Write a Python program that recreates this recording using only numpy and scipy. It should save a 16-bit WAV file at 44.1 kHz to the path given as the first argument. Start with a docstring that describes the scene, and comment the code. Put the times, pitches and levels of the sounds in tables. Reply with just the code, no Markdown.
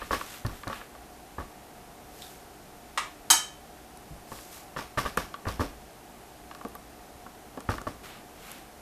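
"""Close knocks, thumps and ticks of a plastic case: a camera is shifted about on a dining table.
Behind it an appliance hums in a quiet kitchen. Hands brush the cloth and a fork stirs a bowl of noodles.
After a faint, distant clink, a spoon is put down to one side: a dull clack, then a bright clink on
crockery. All is heard in mono at the camera's microphone, the case nearly dry, the spoon with more room."""
import sys
import numpy as np
from scipy import signal
from scipy.fft import rfft, irfft, next_fast_len
from scipy.io import wavfile
from scipy.ndimage import uniform_filter1d, map_coordinates

SR = 44100
rng = np.random.default_rng(int(sys.argv[2]) if len(sys.argv) > 2 else 0)


def generate_wav(signal):
    """Clip the signal to [-1, 1] and save it as 16-bit WAV at the path in sys.argv[1]."""
    frames = np.transpose(np.atleast_2d(signal))
    scaled = np.clip(frames, -1, 1) * 32767
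    pcm = np.round(scaled).astype(np.int16)
    wavfile.write(sys.argv[1], SR, pcm)


N = 388517
T = np.arange(SR * 3 // 4) / SR  # time within one hit [s]


def amp(db):
    """Decibels to gain."""
    return 10 ** (np.asarray(db) / 20)


def unit(x):
    """Scale to rms 1."""
    return x / np.sqrt(np.mean(x ** 2) + 1e-20)


def crest(x):
    """Scale to peak 1."""
    return x / np.abs(x).max()


def struck(x):
    """Scale a hit to the energy of 10 ms at rms 1."""
    return x / np.sqrt(np.sum(x ** 2) / (SR / 100))


def along(points, hz):
    """Interpolate (frequency [Hz], value) points on a log frequency axis."""
    knots_hz, values = np.transpose(points)
    return np.interp(np.log(hz + 1), np.log(knots_hz + 1), values)


def fade(t60):
    """An exponential decay, 60 dB down after t60 seconds."""
    return np.exp(-np.log(1000) * T / t60)


def wobble(knots_per_s):
    """A smooth random curve as long as a hit."""
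    return map_coordinates(rng.standard_normal(1000), [T * knots_per_s])


def add(track, s, sound):
    """Mix a sound in at s seconds."""
    part = track[max(round(s * SR), 0):][:len(sound)]
    part += sound[:len(part)]


def filtered(x, response):
    """Filter x by a complex response of frequency."""
    size = next_fast_len(len(x) + SR // 4)
    return irfft(rfft(x, size) * response(np.fft.rfftfreq(size, 1 / SR)), size)[:len(x)]


def noise(colour, size=len(T)):
    """Noise of rms 1, shaped by (frequency [Hz], level [dB]) points."""
    return unit(filtered(rng.standard_normal(size), lambda hz: amp(along(colour, hz))))


def resonate(x, modes):
    """Pass x through resonances of alternating sign: (frequency [Hz], width [Hz], gain [dB])."""
    def response(f):
        return sum((-1) ** k * amp(db) * 1j * f * width / (hz * hz - f * f + 1j * f * width)
                   for k, (hz, width, db) in enumerate(modes))
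    return filtered(x, response)


# The kitchen's reverberation: (frequency [Hz], t60 [s])
ROOM_DECAY = [(100, 0.49), (500, 0.28), (2000, 0.37), (7000, 0.31), (14000, 0.22)]
def in_room(x, wet_db):
    """The direct sound plus a short diffuse tail, longest in the bass."""
    hz, t, spectrum = signal.stft(rng.standard_normal(len(T)), SR, nperseg=256)
    decay = np.exp(-np.log(1000) * t / along(ROOM_DECAY, hz)[:, None])
    tail = signal.istft(spectrum * decay, SR)[1][:len(T)]
    tail *= 1 - np.exp(-T / 0.004)
    return x + amp(wet_db) * signal.fftconvolve(x, tail / np.linalg.norm(tail))[:len(x)]


# The appliance's motor in the background: (frequency [Hz], relative level [dB])
MOTOR_LINES = [(59.2, -64.5), (236.9, -68), (301.5, -64), (473.7, -66.5), (586.8, -65.5), (721.4, -60),
               (823.6, -67.5), (904.4, -71)]
# Air noise in the room: (frequency [Hz], relative level [dB])
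AIR_SPECTRUM = [(12, -32), (20, -8), (65, -1), (86, -11), (107, -6.5), (214, -5.5), (298, -7), (403, -5),
                (438, -6.5), (476, -11.5), (719, -7.5), (974, -12), (3760, -22.5), (13000, -25),
                (14500, -26)]
def room_tone():
    """Slightly unsteady motor lines, a fan's duct resonance and steady air noise."""
    t = np.arange(N) / SR
    hum = np.zeros(N)
    for hz, db in MOTOR_LINES:
        drift = map_coordinates(rng.standard_normal(N // 4000), [np.arange(N) / 8000])
        hum += amp(db - 1.5) * np.sqrt(2) * np.sin(2 * np.pi * hz * t + hz / 600 * drift)
    fan = unit(resonate(rng.standard_normal(N), [(734, 95, 5.5), (816, 110, -5.5)]))
    return hum + amp(-58) * fan + amp(-50) * noise(AIR_SPECTRUM, N)


# The plastic case, right at the microphone: (frequency [Hz], width [Hz], gain [dB])
CASE_MODES = [(877, 74, -9), (1142, 88, 2.5), (1425, 330, -7), (1740, 180, -4.5), (2800, 810, -12.5),
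              (3730, 2700, -17.5)]
# The hollow inside it: (frequency [Hz], relative level [dB])
HOLLOW_SPECTRUM = [(100, -51), (190, -3), (275, 4), (350, -3.5), (450, -0.5), (550, 1.5), (680, -7),
                   (900, -8.5), (1500, -22), (4000, -66)]
RATTLE_T60_S = 0.029  # the loose parts
def knock(db, hollowness_db, rattle_t60):
    """One contact is a push with a brief rattle; it rings the case and its hollow inside."""
    push = (T == 0) + 0.12 * rng.standard_normal(len(T)) * fade(rattle_t60)
    # a softer, hollower contact lasts longer and leaves the upper modes quiet
    cutoff_hz = 1270 * 2 ** (-0.12 * hollowness_db)
    push = filtered(push, lambda f: 1 / (1 + 1.4j * f / cutoff_hz - (f / cutoff_hz) ** 2))
    case = struck(resonate(push, CASE_MODES))
    hollow = amp(hollowness_db) * struck(noise(HOLLOW_SPECTRUM) * fade(0.084))
    return amp(db) * in_room(case + hollow, wet_db=-13)


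def thump(db, hz):
    """A soft bump rocks the camera for a few slow cycles and leaves a low shudder."""
    rock = -np.sin(2 * np.pi * hz * T) * fade(0.12)
    rumble = noise([(20, -8), (55, 0), (110, -11), (250, -14), (900, -47.5)])
    shudder = rumble * fade(0.43) * (1 - np.exp(-T / 0.0027))
    return amp(db) * rock + amp(-19.5 + 0.66 * db) * shudder


def grain(depth_db, size):
    """The uneven catching of surfaces in contact, as a gain of rms 1."""
    roughness = unit(uniform_filter1d(rng.standard_normal(size), size=90))
    return unit(amp(depth_db * roughness))


# The broad noise of a rough contact: (frequency [Hz], relative level [dB])
CONTACT_SPECTRUM = [(60, -2), (300, 3.5), (650, 3.5), (1200, 1), (2200, -0.5), (4200, -5), (5600, -6.5),
                    (7000, -10.5), (10000, -11.5), (14500, -13)]
def rough_contact(db, rise_s, t60, ring_hz, ring_db):
    """Grainy noise that swells and dies, with one narrow ring at ring_db relative to the noise."""
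    envelope = crest((1 - np.exp(-T / rise_s)) * fade(t60))
    ring = unit(resonate(rng.standard_normal(len(T)), [(ring_hz, ring_hz / 11, 0)]))
    texture = unit(noise(CONTACT_SPECTRUM) + amp(ring_db) * ring)
    return amp(db) * envelope * texture * grain(depth_db=2.0, size=len(T))


# The camera is shoved on the table: (time [s], knock level [dB], hollowness [dB], rocking time [s],
# rebound gain [dB], thump level [dB], thump frequency [Hz], skid level [dB])
CAMERA_SHOVES = [(0.017, -35, -5.5, 0.0076, -15, -40, 50, -54),
                 (0.108, -27, -4, 0.022, 2.5, -31, 60, -34.5), (0.449, -36, 0, 0.046, -9, -21, 112, -51),
                 (0.671, -35, 0, .028, 0.5, -33, 104, -47), (1.382, -36, -1, 0.019, -3.5, -32, 83, -53),
                 (4.107, -69, 8, .016, -2, -36.5, 150, -73), (4.317, -39, -1.5, 0.022, -21, -41, 122, -52),
                 (4.763, -32.5, -4.5, .025, -2.5, -37, 148, -41.5),
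                 (4.974, -27, -4.5, .008, 0, -26, 127, -33), (5.051, -34, -2.5, 0.0081, 4, -33, 60, -40.5),
                 (5.173, -23.5, -5, .002, -16, -30, 171, -34), (5.468, -33, 0, 0.019, -1, -23.5, 96, -40.5),
                 (5.595, -32, 3, 0.012, 3, -22.5, 96.5, -39),
                 (7.689, -28.5, -0.5, .016, -5, -22.5, 98.3, -40.5),
                 (7.868, -34.5, 2, 0.0045, -1.5, -33.5, 100, -46.5)]
def shoves():
    """Each shove thumps the camera; it rocks through three contacts while a skid builds up and dies."""
    out = np.zeros(N)
    for s, db, hollowness_db, rock_s, rebound_db, thump_db, thump_hz, skid_db in CAMERA_SHOVES:
        rattle_t60 = RATTLE_T60_S + 1.9 * rock_s  # slow rocking keeps the loose parts going
        # the last rebound comes sooner and weaker than the first; each stirs the hollow less
        contacts = [(0, 0), (rock_s, rebound_db), (1.78 * rock_s, rebound_db - 7)]
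        for k, (delay_s, change_db) in enumerate(contacts):
            add(out, s + delay_s, knock(db + change_db, hollowness_db - 2.5 * k, rattle_t60))
        add(out, s, thump(thump_db, thump_hz))
        skid = rough_contact(skid_db, rise_s=rock_s, t60=0.32, ring_hz=5430, ring_db=-13)
        add(out, s, skid)
    return out


# The soft and the dry part of a stroke: (frequency [Hz], relative level [dB])
RUB_SPECTRUM = [(400, -13), (1200, 2), (2600, -0.5), (4000, -4.5), (7000, -28), (14500, -40)]
HISS_SPECTRUM = [(2000, -6), (4500, 0), (8000, 1), (9500, -3), (11500, 0.5), (14500, -2.5)]
# Hands on the cloth and fork in the noodles, close by:
# (time of top speed [s], swell [s], fade [s], rub level [dB], hiss level [dB])
HAND_STROKES = [(0.025, 0.042, 0.033, -49.5, -70), (0.35, 0.32, 0.068, -49.5, -47.5),
                (0.56, 0.07, 0.098, -56, -54.5), (0.745, 0.028, 0.097, -47, -53),
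                (2.25, .13, 0.15, -60, -51), (4.35, 0.065, 0.2, -63, -49), (4.54, 0.022, .1, -56, -50),
                (8.042, 0.009, 0.064, -48.5, -51), (8.125, 0.035, 0.081, -51, -60),
                (8.51, 0.12, .11, -49.5, -51)]
def brushing():
    """Each stroke speeds up and slows down; its speed drives a soft rub and a dry hiss."""
    out, t = np.zeros(N), np.arange(N) / SR
    rub, hiss = noise(RUB_SPECTRUM, N), noise(HISS_SPECTRUM, N)
    for s, swell_s, fade_s, rub_db, hiss_db in HAND_STROKES:
        speed = np.exp(-((t - s) / np.where(t < s, swell_s, fade_s)) ** 2)
        out += speed * (amp(rub_db) * rub + amp(hiss_db) * hiss)
    return out * grain(depth_db=1.5, size=N)


# Fingers on the case, right at the microphone: (time [s], level [dB], hollowness [dB])
FINGER_TAPS = [(0.211, -33.5, -11), (0.634, -39.5, -13), (0.729, -36, -17), (0.813, -43.5, -6),
               (0.95, -48.5, -6), (4.388, -48, -11), (5.202, -42, -12), (5.341, -34, -14),
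               (5.453, -38.5, -2), (5.633, -43.5, 10.5), (6.512, -42, -12), (6.549, -46.5, -14),
               (6.612, -42, -5), (6.65, -38.5, 6), (6.752, -43.5, -3), (7.264, -44.5, -2.5),
               (7.575, -42.5, 9), (7.605, -46, -12), (7.717, -38, -20), (7.739, -37, -4), (7.782, -36, -7),
               (7.814, -44, 0)]
def taps():
    """Single contacts on the case, too light to move it."""
    out = np.zeros(N)
    for s, db, hollowness_db in FINGER_TAPS:
        add(out, s, knock(db, hollowness_db, RATTLE_T60_S))
    return out


# The snap of a tick: (frequency [Hz], relative level [dB])
SNAP_SPECTRUM = [(500, -34), (2500, -3), (3600, -2), (4300, -0.5), (6000, -1), (8000, -7), (12000, -2.5),
                 (14500, -10.5)]
# Small ticks, all close by except the one at 2.221 s, which belongs to the distant clink:
# (time [s], peak level [dB], ring frequency [Hz])
SHARP_TICKS = [(0.4648, -27.5, 4270), (0.678, -28, 4260), (2.221, -29.5, 3730), (3.973, -36, 10500),
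               (5.173, -20.5, 8000), (5.486, -27.5, 4050), (5.607, -36, 7540), (6.549, -38, 4970),
               (6.685, -38, 12000), (6.752, -31.5, 12000), (7.605, -32.5, 8000), (7.7018, -37, 8400),
               (7.717, -34, 4300), (7.78, -36, 8000), (7.8155, -36, 7500), (7.8746, -37, 4300),
               (8.516, -28.5, 10900)]
def ticks():
    """Tiny hard contacts, each with one brief ring."""
    out = np.zeros(N)
    for s, db, hz in SHARP_TICKS:
        snap = noise(SNAP_SPECTRUM) * fade(0.0093)
        ring = resonate(snap, [(hz, hz / 7, 0)])
        tick = crest(unit(snap) + 1.1 * unit(ring))
        add(out, s, in_room(amp(db) * tick, wet_db=-21))
    return out


def distant_clink():
    """A faint clink off to one side: a brief, rough ring near 3.7 kHz, whose tick is played by ticks()."""
    out = np.zeros(N)
    add(out, 2.214, rough_contact(db=-47.5, rise_s=0.0052, t60=0.24, ring_hz=3730, ring_db=9))
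    return out


def blow(colour, bounce_s, bounce_db, t60):
    """A hard contact and its rebound a few milliseconds later."""
    out = noise(colour) * fade(t60)
    add(out, bounce_s, amp(bounce_db) * noise(colour) * fade(t60))
    return out


# The spoon's dull and bright contacts, off to one side: (frequency [Hz], relative level [dB])
CLACK_SPECTRUM = [(200, -46), (420, -21), (620, -9), (820, -2.5), (1250, 2.5), (1500, -13), (1850, -1),
                  (2600, -6.5), (3300, -10), (5000, -15), (8000, -14.5), (14500, -33)]
CLINK_SPECTRUM = [(150, -52), (310, -16), (430, -27), (650, -11.5), (900, -6), (1350, -6.5), (2000, -9),
                  (2800, -14), (3100, -3), (3400, -14), (4500, -8), (6200, -7), (8500, -3.5), (14500, -15)]
# Spoon and crockery ringing together: (frequency [Hz], relative level [dB], t60 [s])
SPOON_AND_DISH_MODES = [(314.2, -42, 0.53), (1243, -33, 0.42), (1725, -26.5, 0.36), (2260, -32, 0.44),
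                        (2500, -39, 0.39), (3046, -24, 0.39), (3100, -23.5, 0.39), (3810, -29, 0.33),
                        (3830, -22.5, 0.29), (4530, -38, 0.3), (4700, -30, 0.29), (4870, -31, 0.24),
                        (5505, -37, 0.37), (5596, -28, 0.37), (5570, -33, 0.37), (6470, -17, 0.25),
                        (6500, -21, 0.28), (7212, -31, 0.26), (8030, -23, 0.26), (8700, -34, 0.3),
                        (9300, -34, 0.25), (9663, -31, 0.26), (10695, -36, 0.3), (11800, -44, 0.26)]
def spoon():
    """The handle lands with a clack; then the steel strikes crockery and both ring."""
    out = np.zeros(N)
    clack = amp(-23.5) * blow(CLACK_SPECTRUM, bounce_s=0.005, bounce_db=-2, t60=0.081)
    add(out, 2.9755, in_room(clack, wet_db=-4.5))
    ring = np.zeros(len(T))
    for hz, db, t60 in SPOON_AND_DISH_MODES:
        # the spoon still chatters against the dish, which roughens every mode
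        phase = 2 * np.pi * (hz * T + rng.random()) + 0.2 * wobble(knots_per_s=90)
        ring += amp(db - 2.5 + 3.7 * wobble(knots_per_s=80)) * np.sin(phase) * fade(t60)
    ring *= 1 - np.exp(-T / 0.001)
    clink = amp(-13.5) * blow(CLINK_SPECTRUM, bounce_s=0.006, bounce_db=2.5, t60=0.058)
    add(out, 3.302, in_room(ring, wet_db=-14.5) + in_room(clink, wet_db=-2.5))
    # the dish passes the blow on to the board beneath it
    impulse = (T == 0) * 1.0
    board = crest(resonate(impulse, [(760, 130, -6.5), (920, 130, 0.5), (1290, 110, -3.5)]))
    add(out, 3.306, in_room(amp(-14.5) * board, wet_db=-3))
    return out


def scene():
    """Everything at one microphone on the dining table."""
    return (room_tone() + shoves() + brushing() + taps() + ticks() + distant_clink() + spoon())[None]


def record(dry):
    """The camera keeps nothing above its band limit."""
    top_hz = 14400
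    return filtered(dry[0], lambda hz: 1 / np.sqrt(1 + (hz / top_hz) ** 200))[None]


dry = scene()
out = record(dry)
generate_wav(out)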